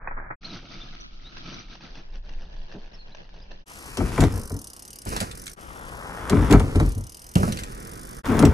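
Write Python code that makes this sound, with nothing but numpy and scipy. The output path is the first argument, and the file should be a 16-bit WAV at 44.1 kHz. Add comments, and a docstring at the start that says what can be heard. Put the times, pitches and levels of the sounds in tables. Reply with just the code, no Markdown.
"""Bicycles on gravel: a slow-motion wheelie, then three runs at a hollow plastic ramp; five shots.
In the wheelie, stones crackle and snap under the tyre, with thin squeaks, dull bumps and wind rumble.
At full speed the tyres crunch up, each wheel makes the ramp boom and clatter, and the freehub pawls tick.
Two jumps land with a tyre thud and chain rattle. Each run crosses left to right, with faint yard echoes."""
import sys
import numpy as np
from scipy import signal
from scipy.fft import rfft, irfft
from scipy.io import wavfile
from scipy.ndimage import uniform_filter1d, map_coordinates

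SR = 44100
rng = np.random.default_rng(int(sys.argv[2]) if len(sys.argv) > 2 else 0)


def pcm_store(signal):
    """Save signal as 16-bit PCM."""
    levels = np.round(np.clip(np.atleast_2d(signal), -1, 1) * 32767)
    wavfile.write(sys.argv[1], SR, levels.astype(np.int16).T)


N = 376173
T = np.arange(N) / SR

# shots, first two in slow motion (start [s], end [s], treble limit [Hz])
SHOTS = [(-.02, .357, 2500), (.408, 3.644, 6400), (3.658, 5.558, 13000), (5.558, 8.222, 12900),
         (8.234, 8.56, 15700)]
# back tyre on gravel in the wheelie (time [s], level [dB])
WHEELIE_LEVELS = [(0, -47), (.45, -49.5), (1.3, -52), (1.52, -46.5), (1.85, -53), (3.0, -52), (3.63, -54.5)]
# tyre grinding into loose gravel (time [s], decay [s], level [dB])
GRINDS = [(.074, .01, -33), (.103, 0.016, -32), (0.164, 0.063, -37), (.301, 0.015, -27.5),
          (1.36, 0.023, -41.5), (1.45, 0.046, -43.5), (2.73, 0.042, -46), (3.5, 0.041, -45.5)]
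# slow tyre: first shot, approaching, turning away (frequency [Hz], level [dB])
SLOWEST_SPECTRUM = [(88, -3), (150, -9), (399, -16.5), (599, -11.5), (708, -12.5), (1610, -9),
                    (2390, -22.5), (2600, -46), (3380, -64), (5720, -120)]
NEAR_SPECTRUM = [(53, -28), (90, -6), (138, 2.5), (340, -3.5), (459, -15.5), (702, -11), (900, -17.5),
                 (1150, -16), (1300, -7), (1930, -28), (2220, -16), (3340, -15), (3580, -14), (6200, -19.5),
                 (8060, -88), (13600, -120)]
AWAY_SPECTRUM = [(53, -47), (90, 2), (183, 3.5), (251, -4.5), (558, -4.5), (1000, -10.5), (1300, -21),
                 (1700, -10.5), (2140, -24.5), (2700, -14), (3780, -22), (4200, -21.5), (6200, -23.5),
                 (8060, -80), (13600, -120)]
# wind on the microphones (frequency [Hz], level [dB])
WIND_SPECTRUM = [(8.8, -38), (15, 7.5), (39, -5.5), (47, -32), (59, -9), (70, -33.5), (110, -33),
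                 (140, -35), (240, -120)]
# gusts (start [s], end [s], level [dB])
GUSTS = [(0, 0.294, -36.5), (1.34, 1.4, -44), (1.618, 1.67, -45.5), (2.09, 2.56, -40)]
# loudest stone snaps (time [s], level [dB])
STONE_SNAPS = [(.073, -22.5), (.238, -43), (.303, -35), (1.368, -38.5), (1.752, -41), (1.953, -43),
               (2.154, -46), (2.291, -43.5), (2.335, -48), (2.419, -47.5), (2.526, -51), (2.722, -42.5),
               (3.147, -39.5), (3.169, -48), (3.514, -45)]
# squeaks (time [s], length [s], start pitch [Hz], end pitch [Hz], peak [dB])
SQUEAKS = [(.442, 0.024, 4100, 4490, -32), (.498, 0.017, 3930, 3880, -38), (0.8, 0.04, 3490, 3640, -38.5),
           (0.999, 0.024, 5750, 6170, -42.5), (1.23, 0.076, 3550, 4170, -44),
           (1.526, 0.035, 6100, 5730, -45), (1.587, .025, 5750, 6000, -45),
           (2.931, 0.035, 5320, 5370, -48.5), (2.966, 0.083, 4400, 4060, -50),
           (3.112, 0.027, 3900, 4150, -50), (3.41, .032, 4900, 5030, -50.5)]
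# back-wheel bumps (time [s], level [dB], low cut [Hz])
BUMPS = [(0.609, -45, 203), (0.719, -51, 200), (1.361, -53, 180), (1.46, -52, 180), (1.557, -48, 115),
         (2.73, -36.5, 242), (3.489, -50, 225)]
# run-ups, levels at the ramp
# (start [s], back wheel at ramp [s], crunch [dB], grit [dB], hub ticking [dB], crunch swell [dB/s])
RUN_UPS = [(3.644, 4.24, -37.5, -42.5, -53, 27), (5.546, 6.536, -32.5, -49, -54.5, 16.4),
           (8.23, 8.423, -31.5, -44.5, -61, 1)]
# tread drumming up the ramp (front wheel on [s], back wheel off [s], level [dB])
CLIMBS = [(3.98, 4.394, -33), (6.295, 6.876, -29.5), (8.254, 8.506, -29.5)]
# rolling away (touch-down [s], crunch [dB], fade [dB/s])
ROLL_OUTS = [(5.062, -43.5, 27.5), (7.36, -45, 4)]
# tread hum, gravel crunch, fine grit (frequency [Hz], level [dB])
TREAD_SPECTRUM = [(13, -35), (22, 1), (43, 1.5), (65, 5), (92, -8), (118, -3.5), (284, -8.5), (481, -12),
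                  (521, -11.5), (550, -17.5), (720, -40), (1210, -120)]
CRUNCH_SPECTRUM = [(260, -10), (450, -5.5), (700, -3.5), (1000, -1), (1400, -2.5), (2100, -12.5),
                   (2600, -21.5), (3500, -18), (5000, -48)]
GRIT_SPECTRUM = [(1500, 2.5), (2500, 7), (3700, -0.5), (5200, 2), (7000, -0.5), (8700, -2.5), (10200, -0.5),
                 (12500, -7.5), (15600, -5)]
# freehub speed, one list per coasting spell (time [s], rate [teeth/s])
COASTING_SPELLS = [
    [(3.68, 56), (3.96, 56)],
    [(4.322, 57.5), (4.72, 31), (4.92, 39), (5.06, 27)],
    [(5.351, 43), (5.54, 57)],
    [(5.61, 49.5), (6.29, 51)],
    [(6.86, 33.7), (7.04, 33.7), (7.15, 41.5), (7.35, 41.7)],
    [(7.719, 34), (7.97, 52), (8.2, 52)],
]
# freehub ticks, one entry per spell (level [dB])
TICK_LEVELS_DB = [-44, -36, -37.5, -50, -38, -40.5]
# steel tick (frequency [Hz], level [dB])
TICK_SPECTRUM = [(1470, -71), (2500, -24), (2920, -1), (3270, -12), (3630, -8.5), (4960, 3.5), (5950, -1.5),
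                 (8660, -4.5), (9490, 2.5), (10700, -2), (11600, -5.5), (12300, 3), (13500, -23)]
# hub and sprocket modes (frequency [Hz], level [dB], t60 [s])
HUB_MODES = [(4900, -2, 0.016), (5390, -7.5, 0.0091), (5820, 0, 0.018), (6090, -1.5, 0.017),
             (8500, 1.5, 0.012), (8680, -5.5, 0.061), (10340, -6.5, 0.062)]
# ramp shell modes (frequency [Hz], level [dB], t60 before added damping [s])
RAMP_MODES = [(53, 4.5, 0.99), (70.7, -1, 0.95), (90.9, 11, 0.21), (117.4, -5.5, 0.65), (138, 0.5, 0.33),
              (164.5, 2.5, 0.2), (185, 2, 0.12), (226.8, 2, 0.34), (274.4, 5, 0.13), (321.2, -1.5, 0.22),
              (355, -2, 0.073), (413, -1, 0.15), (455, -1.5, 0.052), (585, -11, 0.082), (650, -12, 0.095),
              (753, -10, 0.053), (884, -10.5, 0.04), (933, -16.5, 0.093), (1006, -12.5, 0.04),
              (1210, -15.5, 0.043), (1326, -16, 0.054), (1540, -12.5, 0.02), (1970, -9, 0.0073),
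              (2370, -17, 0.018)]
# wheels striking the ramp (time [s], rise [s], boom decay [s], heave [dB], boom [dB])
RAMP_BLOWS = [(3.969, 0.0079, .045, -45, -20), (3.999, 0.0053, .03, -16.5, -21.5),
              (4.176, 0.0022, 0.025, -11, -12.5), (4.203, 0.015, 0.012, -10.5, -9.5),
              (4.237, 0.00075, .009, -6, -17), (4.29, 0.0114, .07, -23.5, -31.5),
              (4.499, 0.0052, .034, -22.5, -27), (6.297, 0.0139, .06, -36, -13),
              (6.367, 0.0029, 0.033, -11.5, -22), (6.405, 0.019, 0.029, -23, -21),
              (6.484, .033, 0.015, -11, -6.5), (6.526, 0.00714, 0.016, -6, -3),
              (6.597, 0.0034, .05, -19, -22), (6.747, 0.0037, 0.019, -8, -15.5),
              (6.798, .0012, 0.012, -7, -12), (6.841, 0.0024, 0.009, -8.5, -28),
              (6.949, 0.0046, 0.035, -21, -31.5), (8.271, 0.018, .15, -39, -16.5),
              (8.385, 0.012, .018, -20, -12), (8.4223, 0.0016, 0.019, -13, -2.5),
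              (8.449, 0.0055, 0.025, -8, -21.5)]
# ramp rim hitting the ground (time [s], peak [dB])
RIM_SLAMS = [(3.971, -25), (4.179, -15), (4.237, -13), (6.298, -21.5), (6.369, -20.5), (6.534, -14),
             (6.601, -17), (6.8, -15.5), (8.4245, -23)]
# chain hitting the frame (time [s], level [dB], decay [s])
CHAIN_SLAPS = [(3.97, -30.5, 0.0076), (4.177, -40, 0.011), (4.2044, -27.5, .015), (4.2359, -31.5, 0.009),
               (5.163, -29.5, 0.011), (5.2025, -25.5, 0.0078), (5.3117, -36.5, .007), (5.4668, -30, 0.0028),
               (5.4778, -32, 0.0029), (5.889, -44, .003), (6.297, -24, .005), (6.5085, -24.5, 0.0071),
               (6.524, -24, 0.01), (6.5966, -32, 0.0062), (6.755, -34.5, .006), (6.7984, -34.5, .007),
               (7.3539, -22.5, 0.0036), (7.522, -29, 0.0056), (7.5715, -32.5, 0.0056),
               (7.588, -34.5, 0.0095), (7.6346, -30.5, 0.0028), (8.256, -35, .005), (8.3914, -24, 0.0053),
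               (8.425, -27.5, 0.0025), (8.4509, -24.5, 0.0067)]
# chain slap (frequency [Hz], level [dB])
CHAIN_SPECTRUM = [(600, -18), (1300, -0.5), (2200, -4), (3300, 0), (5000, -4), (8000, -4.5), (12000, -10.5),
                  (15600, -17)]
# tyres landing (time [s], rise [s], thud and crunch decay [s], thud [dB], knock [dB], crunch [dB])
LANDINGS = [(5.056, 0.007, 0.03, -36, -33, -44), (5.114, 0.011, 0.06, -36, -32.5, -33),
            (5.16, 0.0045, 0.013, -29, -25.5, -31), (5.205, 0.0081, 0.04, -28, -30.5, -31),
            (7.355, 0.0033, 0.046, -11.5, -26.5, -60), (7.399, 0.0053, 0.0092, -15, -46.5, -53),
            (7.43, 0.0016, 0.024, -15, -18, -32.5), (7.473, 0.0028, 0.048, -22.5, -33, -37)]
# tyre thud; fork and rim knock (frequency [Hz], level [dB])
THUD_SPECTRUM = [(30, -6), (55, -16), (90, 4), (135, -6.5), (180, -0.5), (230, -5), (310, -14.5),
                 (390, -14), (600, -19.5), (1500, -40.5)]
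KNOCK_SPECTRUM = [(300, -9), (480, 0.5), (750, -2), (1100, -1.5), (1600, -7.5), (2400, -37), (5000, -33)]
# left-to-right passes (straight ahead at [s], speed [m/s])
PASSES = [(4.2, 3.17), (6.402, 2.72), (8.4, 1.1)]
# yard echo (frequency [Hz], level [dB])
ECHO_SPECTRUM = [(40, -3), (200, -6), (700, -2.5), (2500, 4), (6000, 1), (9000, -5), (15000, -21)]

SLOW_END_S = SHOTS[1][1]


def undb(db):
    """Decibels to gain."""
    return 10 ** (np.asarray(db) / 20)


def unit(x):
    """Scale to unit energy."""
    return x / np.sqrt(np.sum(x ** 2) + 1e-20)


def add(out, s, x):
    """Mix x into out from time s."""
    i = max(int(s * SR), 0)
    out[i:i + len(x)] += x[:max(len(out) - i, 0)]


def band(x, hz, kind, order=2):
    """Butterworth filter."""
    return signal.sosfilt(signal.butter(order, hz, kind, fs=SR, output="sos"), x)


def shot_at(s):
    """True throughout the shot that holds time s."""
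    start, end, _ = next(shot for shot in SHOTS if s < shot[1])
    return (T >= start) & (T < end)


def envelope(start_s, end_s, release_s, attack_s=0.0093):
    """Linear attack, hold, exponential release."""
    return np.clip((T - start_s) / attack_s, 0, 1) * np.exp(-np.maximum(T - end_s, 0) / release_s)


def walk(rate_hz):
    """Smoothed random steps; spread near 1."""
    hold = int(SR / rate_hz)
    steps = np.repeat(rng.standard_normal(N // hold + 1), hold)
    return 1.3 * uniform_filter1d(uniform_filter1d(steps, hold), hold)[:N]


def response(spectrum, size=4096):
    """Minimum-phase ring with the given spectrum; unit energy."""
    hz, db = np.transpose(spectrum)
    log_hz = np.log(np.arange(size // 2 + 1) * SR / size + 1)
    gain = undb(np.interp(log_hz, np.log(hz), db, left=db[0] - 15.5, right=db[-1] - 13.5))
    cepstrum = irfft(np.log(gain))
    cepstrum[1:size // 2] *= 2
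    cepstrum[size // 2 + 1:] = 0
    return unit(irfft(np.exp(rfft(cepstrum))))


def modal(modes):
    """Decaying sines of a struck body; unit energy."""
    t = np.arange(SR // 3) / SR
    return unit(sum(undb(db - 60 * t / t60_s) * np.sin(2 * np.pi * hz * t) * (-1) ** k
                    for k, (hz, db, t60_s) in enumerate(modes)))


def grains(size, rate_hz, spread_db):
    """Random tiny impacts, a few much harder than the rest; rms 1."""
    count = max(int(size * min(rate_hz / SR, 1)), 2)
    force = undb(spread_db * np.minimum(rng.exponential(size=count), 4)) * rng.choice([-1, 1], count)
    return unit(np.bincount(rng.integers(0, size, count), force, size)) * np.sqrt(size)


def stream(ring, db, rate_hz, spread_db):
    """Continuous shower of impacts into a resonant body."""
    return signal.oaconvolve(grains(N, rate_hz, spread_db) * undb(db), ring)[:N]


def burst(ring, rise_s, decay_s, db, rate_hz=5000, spread_db=2):
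    """One contact: chatter builds, dies away and rings a body."""
    t = np.arange(int((rise_s + 6 * decay_s) * SR) + 2) / SR
    force = np.minimum(t / rise_s, 1) * np.exp(-np.maximum(t - rise_s, 0) / decay_s)
    sound = signal.fftconvolve(force * grains(len(t), rate_hz, spread_db), ring)
    return unit(sound) * np.sqrt(np.sum(force ** 2)) * undb(db)


def wheelie(turn_s=1.776, turn_length_s=0.3):
    """Slowed gravel under the back tyre: uneven crackle that dulls as the bike turns away."""
    grinding = sum(undb(db) * envelope(s, s, decay_s) for s, decay_s, db in GRINDS)
    rolling_db = np.interp(T, *np.transpose(WHEELIE_LEVELS)) + 3.25 * walk(25.19)
    tyre_db = 20 * np.log10(np.hypot(undb(rolling_db), grinding))
    turned = np.clip((T - turn_s) / turn_length_s, 0, 1)
    near = stream(response(NEAR_SPECTRUM), tyre_db, rate_hz=2200, spread_db=2.9)
    away = stream(response(AWAY_SPECTRUM), tyre_db - 1, rate_hz=2200, spread_db=3.7)
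    slowest = stream(response(SLOWEST_SPECTRUM), tyre_db, rate_hz=1200, spread_db=2.6)
    turning = np.sqrt(1 - turned) * near + np.sqrt(turned) * away
    tyre = np.where(T < SHOTS[0][1], slowest, turning)
    return tyre * (T < SLOW_END_S) + pebbles(tyre_db - 3.5 - 3 * turned)


def wind(base_db=-42.5, flutter_db=2.5):
    """Air buffets the microphones: deep gusty rumble, slow motion only."""
    gusts = sum(undb(db) * envelope(start, end, release_s=0.037) for start, end, db in GUSTS)
    level_db = 20 * np.log10(undb(base_db) + gusts) + flutter_db * walk(7)
    rumble = stream(response(WIND_SPECTRUM, size=16384), level_db, rate_hz=3000, spread_db=0)
    return rumble * (T < SLOW_END_S)


def stones(small_count=24):
    """Stones snap from under the slow tread: listed loud ones, random small ones."""
    out, stone = np.zeros(N), unit(band(response(AWAY_SPECTRUM), 950, "high"))
    small_s = rng.uniform(0, SLOW_END_S, small_count)
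    small_db = rng.normal(-53, 4, small_count)
    for s, db in [*STONE_SNAPS, *zip(small_s, small_db)]:
        add(out, s, burst(stone, .001, .005, db, rate_hz=3000))
    return out


def pebbles(level_db, count=1300):
    """Second shot: each pebble pings at its own pitch, as hard as the tyre presses."""
    out, t = np.zeros(N), np.arange(SR // 60) / SR
    start_s, end_s, _ = SHOTS[1]
    for when, pitch, ring, hardness in rng.random((count, 4)):
        s = start_s + when * (end_s - start_s)
        hz = 1200 + 4000 * pitch
        decay_s = .0007 + .0025 * ring
        db = level_db[int(s * SR)] - 3 * np.log(1.02 - hardness)
        add(out, s, undb(db) * np.exp(-t / decay_s) * np.sin(2 * np.pi * hz * t))
    return out


def squeaks():
    """Short unsteady glides, as from a feathered brake."""
    out = np.zeros(N)
    for s, length_s, start_hz, end_hz, db in SQUEAKS:
        n = int(length_s * SR)
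        waver = unit(uniform_filter1d(rng.standard_normal(n), size=60)) * np.sqrt(n)
        hz = np.linspace(start_hz, end_hz, n) * (1 + 0.02 * waver)
        add(out, s, undb(db) * np.hanning(n) * np.sin(2 * np.pi * np.cumsum(hz) / SR))
    return out


def bumps():
    """Light back-wheel bumps hardly flex the casing: thuds without deep bass."""
    out, tyre = np.zeros(N), response(THUD_SPECTRUM)
    for s, db, low_hz in BUMPS:
        add(out, s, burst(unit(band(tyre, low_hz, "high")), 0.0287, 0.018, db))
    return out


def rolling_levels(leave_db_per_s=137, grit_swell_share=0.55):
    """Hum, crunch, grit, hub ticking [dB]: swell on the run-up, drop in the air, return on landing."""
    hum, crunch, grit, hub = ([np.full(N, undb(floor_db))] for floor_db in (-51, -55, -64.5, -64.5))
    for start_s, ramp_s, crunch_db, grit_db, hub_db, swell_db_per_s in RUN_UPS:
        far_db = -swell_db_per_s * np.maximum(ramp_s - T, 0)
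        on_gravel = (T > start_s) * undb(-leave_db_per_s * np.maximum(T - ramp_s, 0))
        hum.append(on_gravel * undb(crunch_db + far_db - 1))
        crunch.append(on_gravel * undb(crunch_db + far_db))
        grit.append(on_gravel * undb(grit_db + far_db * grit_swell_share))
        hub.append(on_gravel * undb(hub_db + far_db * grit_swell_share))
    for on_s, off_s, db in CLIMBS:
        drumming = undb(db) * envelope(on_s, off_s, release_s=0.058)
        hum.append(drumming)
        crunch.append(drumming * undb(-14))  # gravel carried onto the ramp
        grit.append(drumming * undb(-18.5))
    for down_s, db, fade_db_per_s in ROLL_OUTS:
        away = shot_at(down_s) * (T > down_s) * undb(db - fade_db_per_s * np.maximum(T - down_s, 0))
        tyre_squash = envelope(down_s, down_s, release_s=0.23)
        spray = away * (undb(-13.5) + undb(1) * tyre_squash)
        hum.append(away * (undb(6) + undb(10) * tyre_squash))
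        crunch.append(away)
        grit.append(spray)
        hub.append(spray * undb(-2))
    return [20 * np.log10(np.linalg.norm(parts, axis=0)) for parts in (hum, crunch, grit, hub)]


def rolling(hum_db, crunch_db, grit_db, hub_db):
    """Full speed: tread knobs hum, gravel crunches, grit spits; faint steely ticking from the hub."""
    hum = stream(response(TREAD_SPECTRUM, size=8192), hum_db, rate_hz=1500, spread_db=0.74)
    crunch = stream(response(CRUNCH_SPECTRUM), crunch_db, rate_hz=1200, spread_db=3.15)
    grit = stream(response(GRIT_SPECTRUM), grit_db, rate_hz=9000, spread_db=5.4)
    hub_ticking = stream(hub_ring(), hub_db, rate_hz=500, spread_db=3.7)
    return (hum + crunch + grit + hub_ticking) * (T > SLOW_END_S)


def hub_ring(sprocket_db=-3.5):
    """Steel tick plus the short ring of the sprockets."""
    tick = response(TICK_SPECTRUM, size=2048)
    return unit(tick + undb(sprocket_db) * modal(HUB_MODES)[:len(tick)])


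def freehub(pawl_lag_s=0.0028, second_pawl_db=-5.5):
    """Two pawls drop off each tooth, slightly apart, and ring the hub."""
    out, hub = np.zeros(N), hub_ring()
    for db, spell in zip(TICK_LEVELS_DB, COASTING_SPELLS):
        t = np.arange(spell[0][0], spell[-1][0], 1 / SR)
        teeth_per_s = np.interp(t, *np.transpose(spell))
        tooth = np.floor(np.cumsum(teeth_per_s) / SR)
        for s in t[np.diff(tooth, prepend=-1) > 0]:
            tooth_db = rng.normal(db, 1.5)
            add(out, s, burst(hub, 0.00055, 0.0031, tooth_db, rate_hz=13000))
            second_s = s + pawl_lag_s * rng.uniform(0.9, 1.2)
            add(out, second_s, burst(hub, .0005, .0039, tooth_db + second_pawl_db, rate_hz=13000))
    return out


def ramp(damping_s=.06):
    """The shell heaves, its panels boom under the tread, its rim clatters and slams on the ground."""
    out, t = np.zeros(N), np.arange(SR // 3) / SR
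    shell = modal(RAMP_MODES) * np.exp(-t / damping_s)
    heave = unit(band(shell, [38, 118], "band", order=3))
    boom = unit(band(shell, [122, 470], "band", order=3))
    clatter = unit(band(shell, 510, "high", order=4))
    for s, rise_s, decay_s, heave_db, boom_db in RAMP_BLOWS:
        add(out, s, burst(heave, rise_s, decay_s * .73, heave_db))
        add(out, s, burst(boom, rise_s, decay_s, boom_db))
        add(out, s, burst(clatter, rise_s, decay_s * 1.25, boom_db - 11, rate_hz=600, spread_db=6.5))
    slam = clatter * np.exp(-t / 0.014)  # the bike's weight damps the shell
    for s, db in RIM_SLAMS:
        add(out, s, undb(db) * slam / np.abs(slam).max())
    return out


def chain_rattle(link_count=5):
    """The chain slaps the frame; a few links clink at each slap."""
    out, slap = np.zeros(N), response(CHAIN_SPECTRUM)
    for s, db, decay_s in CHAIN_SLAPS:
        links = modal([(hz, 0, .03) for hz in 1500 * 7 ** rng.random(link_count)])
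        add(out, s, burst(slap, 0.00058, decay_s, db, rate_hz=5400, spread_db=5.5))
        add(out, s, burst(links, .0005, decay_s, db - 2.5, rate_hz=2000))
    return out


def landings():
    """Soft tyres thud, fork and rims knock, grit sprays."""
    out, thud, knock = np.zeros(N), response(THUD_SPECTRUM), response(KNOCK_SPECTRUM)
    gravel = unit(response(CRUNCH_SPECTRUM) + undb(-4) * response(GRIT_SPECTRUM))
    for s, rise_s, decay_s, thud_db, knock_db, crunch_db in LANDINGS:
        add(out, s, burst(thud, rise_s, decay_s, thud_db))
        add(out, s, burst(knock, rise_s, decay_s * 0.37, knock_db, rate_hz=1300))
        add(out, s, burst(gravel, rise_s, decay_s, crunch_db, rate_hz=2400, spread_db=3))
    return out


def pass_by(bike, distance_m=4.06, lag_ms=0.72, pan_db=7, left_bias_db=3, split_hz=3600):
    """Lows and mids reach the far microphone later and weaker; treble and wheelie stay centred."""
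    along_m = sum(shot_at(s) * m_per_s * (T - s) for s, m_per_s in PASSES)
    side = along_m / np.hypot(along_m, distance_m)  # -1 left, 1 right
    balance_db = left_bias_db * (T > SLOW_END_S) - pan_db * side
    low = signal.sosfiltfilt(signal.butter(8, split_hz, fs=SR, output="sos"), bike)
    treble = bike - low
    low_left = map_coordinates(low, [np.arange(N) - lag_ms * side * SR / 1000], order=3)
    return np.array([low_left, low]) * undb(np.array([balance_db, -balance_db]) / 2) + treble


def yard_echoes(x, t60_s=0.14, gap_s=.008):
    """Scattered echoes from wall and trees, different on each side."""
    t = np.arange(SR // 2) / SR
    tail = undb(-60 * t / t60_s) * (t > gap_s)
    reflections = [tail * grains(len(t), rate_hz=4000, spread_db=3.2) for _ in range(2)]
    rings = [unit(signal.fftconvolve(side, response(ECHO_SPECTRUM))) for side in reflections]
    return np.array([signal.oaconvolve(x, ring)[:N] for ring in rings])


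def scene():
    """Stereo mix: passing bike, wide scatter of gravel and chain, echoes, wind."""
    levels_db = rolling_levels()
    impacts = ramp() + landings() + bumps() + chain_rattle() + stones()
    bike = impacts + freehub() + squeaks() + wheelie() + rolling(*levels_db)
    # fresh draws in opposite polarity add width
    loose = undb(-4.5) * rolling(*levels_db) + undb(0.5) * wheelie()
    loose += undb(-3.5) * (chain_rattle() + stones())
    scatter = band(loose, [400, 6000], "band", order=1) * np.array([[1], [-1]])
    return pass_by(bike) + scatter + undb(-15) * yard_echoes(bike) + wind()


def record(dry, ceiling=.95, fade_s=0.029, top_hz=15750):
    """Soft clip, fades and low-pass per shot, overall low-pass."""
    rounded = dry / (1 + (dry / ceiling) ** 4) ** .25
    out = 0
    for start_s, end_s, shot_top_hz in SHOTS:
        fade = np.clip(np.minimum(T - start_s, end_s - T) / fade_s, 0, 1)
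        lowpass = signal.ellip(10, .2, 80, shot_top_hz, fs=SR, output="sos")
        out = out + signal.sosfilt(lowpass, rounded * fade + 1e-18)
    return signal.sosfilt(signal.ellip(8, .2, 70, top_hz, fs=SR, output="sos"), out)


dry = scene()
out = record(dry)
pcm_store(out)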